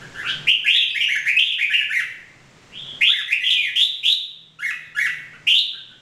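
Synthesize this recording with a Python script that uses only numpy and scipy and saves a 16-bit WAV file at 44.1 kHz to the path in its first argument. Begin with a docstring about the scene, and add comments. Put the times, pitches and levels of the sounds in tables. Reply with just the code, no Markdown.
"""A hard-walled room: caged bulbuls trade whistles, buzzy chirps and low chuckles in short phrases.
Each call is a syrinx tone with weak overtones; higher notes tend to be louder, purer, more deeply trilled.
Other birds answer from further off and one rustles its feathers, over rumble, hiss and a faint on-off hum.
A gain control ducks at loud chirps and creeps back up in the pauses."""
import sys
import numpy as np
from scipy import signal
from scipy.fft import rfft, irfft, next_fast_len
from scipy.io import wavfile
from scipy.ndimage import uniform_filter1d, map_coordinates

SR = 44100
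rng = np.random.default_rng(int(sys.argv[2]) if len(sys.argv) > 2 else 0)


def store_wav(level_fs):
    """Save 16-bit WAV to argv[1]."""
    pcm = np.round(np.clip(np.atleast_2d(level_fs), -1, 1) * 32767)
    wavfile.write(sys.argv[1], SR, pcm.T.astype(np.int16))


N = 265041
TOP_HZ = 15800
ATTACK_S, RELEASE_S = 0.01, 0.0045

# rumble and hiss spectrum: f/Hz, relative density/dB
AIR_SPECTRUM = [(20, -5), (34, -10.5), (65, -12), (100, -7), (130, 0.5), (180, -5.5), (290, -8.5),
                (450, -10.5), (800, -15.5), (2000, -14.5), (4500, -22.5), (7500, -25), (9500, -38),
                (15500, -52)]
# hum swells: t/s, length/s, f/Hz, level/dB
HUM_SWELLS = [(0, 0.11, 147, -38.5), (.33, 0.2, 151, -42), (1.95, 0.65, 128, -52.5), (2.7, 0.2, 142.7, -42),
              (4.25, 1.27, 155.9, -42)]
# throat colour of the overtones: f/Hz, gain/dB
THROAT_GAIN = [(2500, 21), (3300, 4), (4300, -9.5), (5300, -9.5), (6500, -7.5), (8000, -14), (9300, -18.5),
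               (10800, -8.5), (12500, -21), (15500, -28)]
# fundamental, weaker at the top of the chirp range: f/Hz, gain/dB
FUNDAMENTAL_GAIN = [(3500, -0.5), (3900, -3), (4400, 1.5)]
# loudness by pitch: f/Hz, gain/dB
EFFORT_GAIN = [(1350, -17.5), (1700, -5.5), (2050, -1.5), (2500, 2), (3100, 4.5), (3700, 6.5)]
# overtones by pitch, ahead of the throat: f/Hz, gain/dB
OVERTONE_GAIN = [(1600, -20), (2100, -22), (2500, -28), (3600, -28.5)]
# full trill by pitch: f/Hz, depth/Hz
TRILL_DEPTH = [(1600, 89), (2400, 162), (3000, 218), (3700, 197)]
# far pips: t/s, length/s, mid f/Hz, accent/dB
FAR_PIPS = [(0, 0.034, 1586, -21.5), (0.137, 0.074, 1649, -17.5), (0.217, 0.078, 1453, -12),
            (5.328, 0.015, 1400, -8), (5.724, 0.03344, 1552, -13.5), (5.89, 0.0364, 1500, -15)]
# far chirps: t/s, length/s, start f/Hz, mid f/Hz, end f/Hz, accent/dB, brightness/dB, swell/dB
FAR_CHIRPS = [ (.245, .064, 1994, 2967, 3250, -21.5, 0, -4), (2.71, 0.1304, 2250, 3330, 3330, -31, -5, 0),
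              (2.84, 0.2, 3313, 3265, 3440, -37, -6, -13), (4.823, .091, 3697, 3600, 3457, -42, 6, -11)]
# wing flick: t/s, length/s, level/dB
WING_FLICK = (.268, .05, -29.5)
# feather rustle spectrum: f/Hz, relative density/dB
FEATHER_SPECTRUM = [(1500, -29), (3500, 9), (4800, -1), (7000, -17), (12000, -39)]
# near chirps: t/s, length/s, start f/Hz, mid f/Hz, end f/Hz, accent/dB, brightness/dB, swell/dB
NEAR_CHIRPS = [ (.467, 0.067, 2112, 2883, 2803, -2.5, -1.5, 2.5),
               (.657, .126, 2150, 3110, 3647, -1, -0.5, -6),
               (1.002, 0.046, 2906, 2853, 2568, -2, 1.5, -1.5), (1.25, .058, 1505, 2157, 2489, -1, -1, 1.5),
               (1.383, 0.12, 2750, 3316, 3180, -2.5, -0.5, -9.5),
               (1.515, 0.02645, 2450, 2964, 3042, -1, -1, 5), (1.58, .06, 1586, 2270, 2280, 1, -3, 10),
               (1.729, 0.079, 2398, 2702, 2045, -1.5, -1, -7.5),
               (3.006, 0.12, 1959, 3125, 3500, -2, -3, 2.5), (3.297, 0.053, 1710, 2369, 2620, 2, 1.5, -1.5),
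               (3.432, .067, 3060, 3080, 2653, 0, 0, 0.5), (3.497, .052, 3504, 3248, 2893, -0.5, 4.5, 5),
               (3.753, .106, 2785, 3360, 3775, 0, 5, 4), (4.027, 0.11, 2504, 3346, 3798, 2.5, 4, 6),
               (5.465, 0.067, 2288, 3044, 2812, 0, 3, 4), (5.536, 0.065, 2933, 3452, 3833, 2.5, 1.5, -3)]
# near whistles: t/s, length/s, start f/Hz, mid f/Hz, end f/Hz, accent/dB
NEAR_WHISTLES = [ (.64, 0.015, 1530, 1630, 1860, -6), (.745, 0.08, 1648, 2630, 2710, -5.5),
                 (.798, 0.039, 3254, 3170, 3210, 0), (.876, 0.045, 2270, 2695, 2360, -9),
                 (.943, .065, 1555, 2292, 2318, -2), (1.078, 0.068, 1462, 2195, 2033, -2.5),
                 (1.144, .025, 1765, 1600, 2010, -2), (1.361, 0.0253, 2428, 2578, 2560, 1),
                 (1.689, .051, 1446, 1763, 2070, -2), (1.709, 0.02, 2820, 2956, 3090, -7.5),
                 (1.803, 0.0325, 1714, 1740, 1660, -3.5), (3.273, 0.023, 1860, 2033, 2184, -4),
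                 (3.4, 0.038, 1942, 2004, 2024, -3), (3.552, .143, 2508, 2296, 1708, -4)]
# one thin far whistle: t/s, length/s, start f/Hz, mid f/Hz, end f/Hz, accent/dB
FAR_WHISTLE = (0.884, 0.33, 4450, 5801, 6447, -38)
# chuckle pitch, two steps up, two arches, a fall: t/s, f/Hz
CHUCKLE_CONTOUR = [(0, 1358), (.018, 1452), (.021, 1655), (.04, 1691), (.047, 2101), (.063, 2247),
                   (.079, 1758), (.09, 2021), (.12, 1657), (.138, 1166)]
# chuckles: t/s, pitch ratio, length ratio, accent/dB
CHUCKLES = [(1.889, 1.0437, 0.91, -1), (3.085, .97, 0.963, -6), (4.586, .99, .94, 0),
            (4.946, 1.011, .96, 1)]
# room decay: f/Hz, T60/s
ROOM_DECAY = [(1000, 0.6), (2000, 0.67), (3500, 0.62), (6000, 0.53), (11000, 0.52), (16000, 0.75)]
# direct sound of the birds, slightly brighter above 3.5 kHz: f/Hz, gain/dB
DIRECT_GAIN = [(3500, -4), (6000, 1), (12000, 1)]
# faint side signal against mid: f/Hz, gain/dB
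SIDE_GAIN = [(1000, -14), (1600, -53), (3600, -67), (5000, -29.5), (12000, -21)]


def amp(db):
    return 10 ** (np.asarray(db) / 20)


def unit_rms(x):
    return x / np.sqrt(np.mean(x ** 2) + 1e-20)


def lookup(table, hz):
    """Interpolate on a log frequency axis."""
    knots_hz, values = np.transpose(table)
    return np.interp(np.log(hz + 1), np.log(knots_hz + 1), values)


def wobble(rate_hz, size):
    """Smooth random curve, rate_hz knots a second."""
    knots = rng.standard_normal(int(size * rate_hz / SR) + 4)
    return map_coordinates(knots, [np.arange(size) * rate_hz / SR])


def fade(size, attack_s, release_s):
    """Sine-squared attack and release."""
    t = np.arange(size) / SR
    attack = np.sin(np.pi / 2 * np.clip(t / attack_s, 0, 1))
    release = np.sin(np.pi / 2 * np.clip((t[-1] - t) / release_s, 0, 1))
    return (attack * release) ** 2


def filtered(x, response):
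    """Zero-phase filter of gain response(hz)."""
    size = next_fast_len(N + SR // 2)
    return irfft(rfft(x, size) * response(np.fft.rfftfreq(size, 1 / SR)), size)[..., :N]


def coloured(x, table):
    return filtered(x, lambda hz: amp(lookup(table, hz)))


def add(track, start_s, sound):
    part = track[max(round(start_s * SR), 0):][:len(sound)]
    part += sound[:len(part)]


def air():
    """Steady rumble and hiss of the surroundings, rms 1."""
    return unit_rms(coloured(rng.standard_normal(N), AIR_SPECTRUM))


def hum(waver_db=2, drift_hz=3, fade_s=0.07):
    """Low tone that swells, wavers and fades."""
    out = np.zeros(N)
    for start_s, length_s, hz, db in HUM_SWELLS:
        size = int(length_s * SR)
        phase = 2 * np.pi * np.cumsum(hz + drift_hz * wobble(23.7, size)) / SR
        level = fade(size, fade_s, fade_s) * amp(db + waver_db * wobble(4.5, size))
        add(out, start_s, level * np.sin(phase))
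    return out


def syrinx(hz, tone_level, overtone_level):
    """Strong fundamental plus harmonics 2-7, coloured by the throat."""
    phase = 2 * np.pi * np.cumsum(hz) / SR
    k = np.arange(2, 8)[:, None]
    overtones = amp(lookup(THROAT_GAIN, k * hz)) * (k * hz < TOP_HZ) * np.sin(k * phase)
    fundamental = amp(lookup(FUNDAMENTAL_GAIN, hz)) * np.sin(phase)
    return tone_level * fundamental + overtone_level * overtones.sum(0)


def syllable(length_s, start_hz, mid_hz, end_hz, accent_db, bright_db=0, swell_db=0, buzz=1,
             trill_rate_hz=160, settle_s=0.019, rasp=0.27, flutter_db=2.5,
             pulse_per_hz=0.00077, hiss_per_hz=0.002):
    """Parabolic glide; a fast, uneven trill of the syrinx makes it buzz, pulse and hiss."""
    size = int(length_s * SR)
    progress = np.linspace(0, 1, size)
    glide_hz = np.polyval(np.polyfit([0, 0.5, 1], [start_hz, mid_hz, end_hz], 2), progress)
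    depth_hz = buzz * lookup(TRILL_DEPTH, glide_hz)
    rate_hz = trill_rate_hz * (1 + 0.2066 * wobble(80.86, size))
    trill = np.sin(2 * np.pi * np.cumsum(rate_hz) / SR)
    overshoot = 1 + 0.77 * np.exp(-progress * length_s / settle_s)  # trill starts deeper
    swing_hz = overshoot * depth_hz * (trill + rasp * wobble(904, size))
    hz = glide_hz + swing_hz + 22 * wobble(300.8, size)
    level_db = accent_db + lookup(EFFORT_GAIN, glide_hz) + swell_db * (progress - 0.5)
    level_db += flutter_db * wobble(142, size)
    pulsing = 1 + pulse_per_hz * depth_hz * trill
    level = fade(size, ATTACK_S, RELEASE_S) * amp(level_db) * pulsing
    overtone_level = level * amp(lookup(OVERTONE_GAIN, glide_hz) + bright_db)
    hiss_band = signal.butter(2, [2200, 7000], "bandpass", fs=SR)
    turbulence = unit_rms(signal.lfilter(*hiss_band, rng.standard_normal(size)))
    hiss = hiss_per_hz * depth_hz * overtone_level * turbulence
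    return syrinx(hz, level, overtone_level) + hiss


def pips(rise_hz_per_s=4800):
    """Short low notes, all sliding up at one rate."""
    out = np.zeros(N)
    for start_s, length_s, hz, accent_db in FAR_PIPS:
        half_rise_hz = rise_hz_per_s * length_s / 2
        add(out, start_s, syllable(length_s, hz - half_rise_hz, hz, hz + half_rise_hz, accent_db))
    return out


def chirps(notes, buzz=1):
    """Trilled syllables in phrases; buzz is the share of full trill depth."""
    out = np.zeros(N)
    for start_s, *shape in notes:
        add(out, start_s, syllable(*shape, buzz=buzz))
    return out


def wing_flick():
    """Feathers rustle as a bird shifts on its perch."""
    start_s, length_s, db = WING_FLICK
    size = int(length_s * SR)
    rustle = unit_rms(coloured(rng.standard_normal(N), FEATHER_SPECTRUM))
    out = np.zeros(N)
    add(out, start_s, amp(db) * fade(size, ATTACK_S, RELEASE_S) * rustle[:size])
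    return out


def whistles(notes):
    """Clear syllables: same voice, shallow trill."""
    return chirps(notes, buzz=0.32)


def chuckles(jitter=0.019, flutter_db=2, pure_db=-35, throaty_db=-21.5, opening_s=0.043):
    """Low warble, varied per call; starts pure, soon turns throaty."""
    out = np.zeros(N)
    knots_s, contour_hz = np.transpose(CHUCKLE_CONTOUR)
    for start_s, pitch_ratio, stretch, accent_db in CHUCKLES:
        size = int(knots_s[-1] * stretch * SR)
        contour_s = np.arange(size) / SR / stretch
        glide_hz = pitch_ratio * np.interp(contour_s, knots_s, contour_hz)
        overtone_db = np.interp(contour_s, [0, opening_s], [pure_db, throaty_db])
        hz = glide_hz * (1 + jitter * wobble(504, size))
        level = amp(accent_db + flutter_db * wobble(201.1, size)) * signal.windows.tukey(size, 0.08)
        voice = syrinx(hz, amp(lookup(EFFORT_GAIN, glide_hz)), amp(overtone_db))
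        add(out, start_s, level * voice)
    return out


def echo(x, early_boost=1.34, early_s=0.0327, gap_s=0.0026):
    """Dense reflections off nearby walls, then a tail that decays by frequency."""
    hz, frame_s, spectrum = signal.stft(rng.standard_normal(SR), SR, nperseg=256)
    decay = amp(-60 * frame_s / lookup(ROOM_DECAY, hz)[:, None])
    tail = signal.istft(spectrum * decay, SR, nperseg=256)[1]
    t = np.arange(len(tail)) / SR
    impulse = tail * (1 + early_boost * np.exp(-t / early_s)) * (t > gap_s)
    return signal.fftconvolve(x, impulse / np.linalg.norm(impulse))[:N]


def scene(near_direct_db=-4, near_echo_db=-3, far_direct_db=-11, far_echo_db=-2,
          air_mid_db=-43, air_side_db=-62):
    """Near birds partly direct, far ones mostly echo; almost mono."""
    near = chirps(NEAR_CHIRPS) + whistles(NEAR_WHISTLES) + chuckles()
    far = chirps(FAR_CHIRPS) + whistles([FAR_WHISTLE]) + pips() + wing_flick()
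    direct = coloured(amp(near_direct_db) * near + amp(far_direct_db) * far, DIRECT_GAIN)
    room = amp(near_echo_db) * echo(near) + amp(far_echo_db) * echo(far)
    mid = direct + room + amp(air_mid_db) * air() + hum()
    side = coloured(amp(near_echo_db) * echo(near), SIDE_GAIN) + amp(air_side_db) * air()
    return np.array([mid + side, mid - side])


def record(dry, ceiling_db=-12, recovery_db_per_s=9, attack_s=0.002):
    """Gain control: fast duck, slow recovery; then soft clip and low-pass."""
    power = np.abs(uniform_filter1d(dry.mean(0) ** 2, size=130))
    over_db = np.maximum(10 * np.log10(power + 1e-12) - ceiling_db, 0)
    ramp_db = recovery_db_per_s * np.arange(N) / SR
    held_db = np.maximum.accumulate(over_db + ramp_db) - ramp_db  # peak hold, linear fall
    pole = np.exp(-1 / (attack_s * SR))
    duck_db = signal.lfilter([1 - pole], [1, -pole], held_db)
    ducked = dry * amp(-duck_db)
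    rounded = ducked / (1 + ducked ** 8) ** (1 / 8)
    return filtered(rounded, lambda hz: hz < TOP_HZ)


dry = scene()
out = record(dry)
store_wav(out)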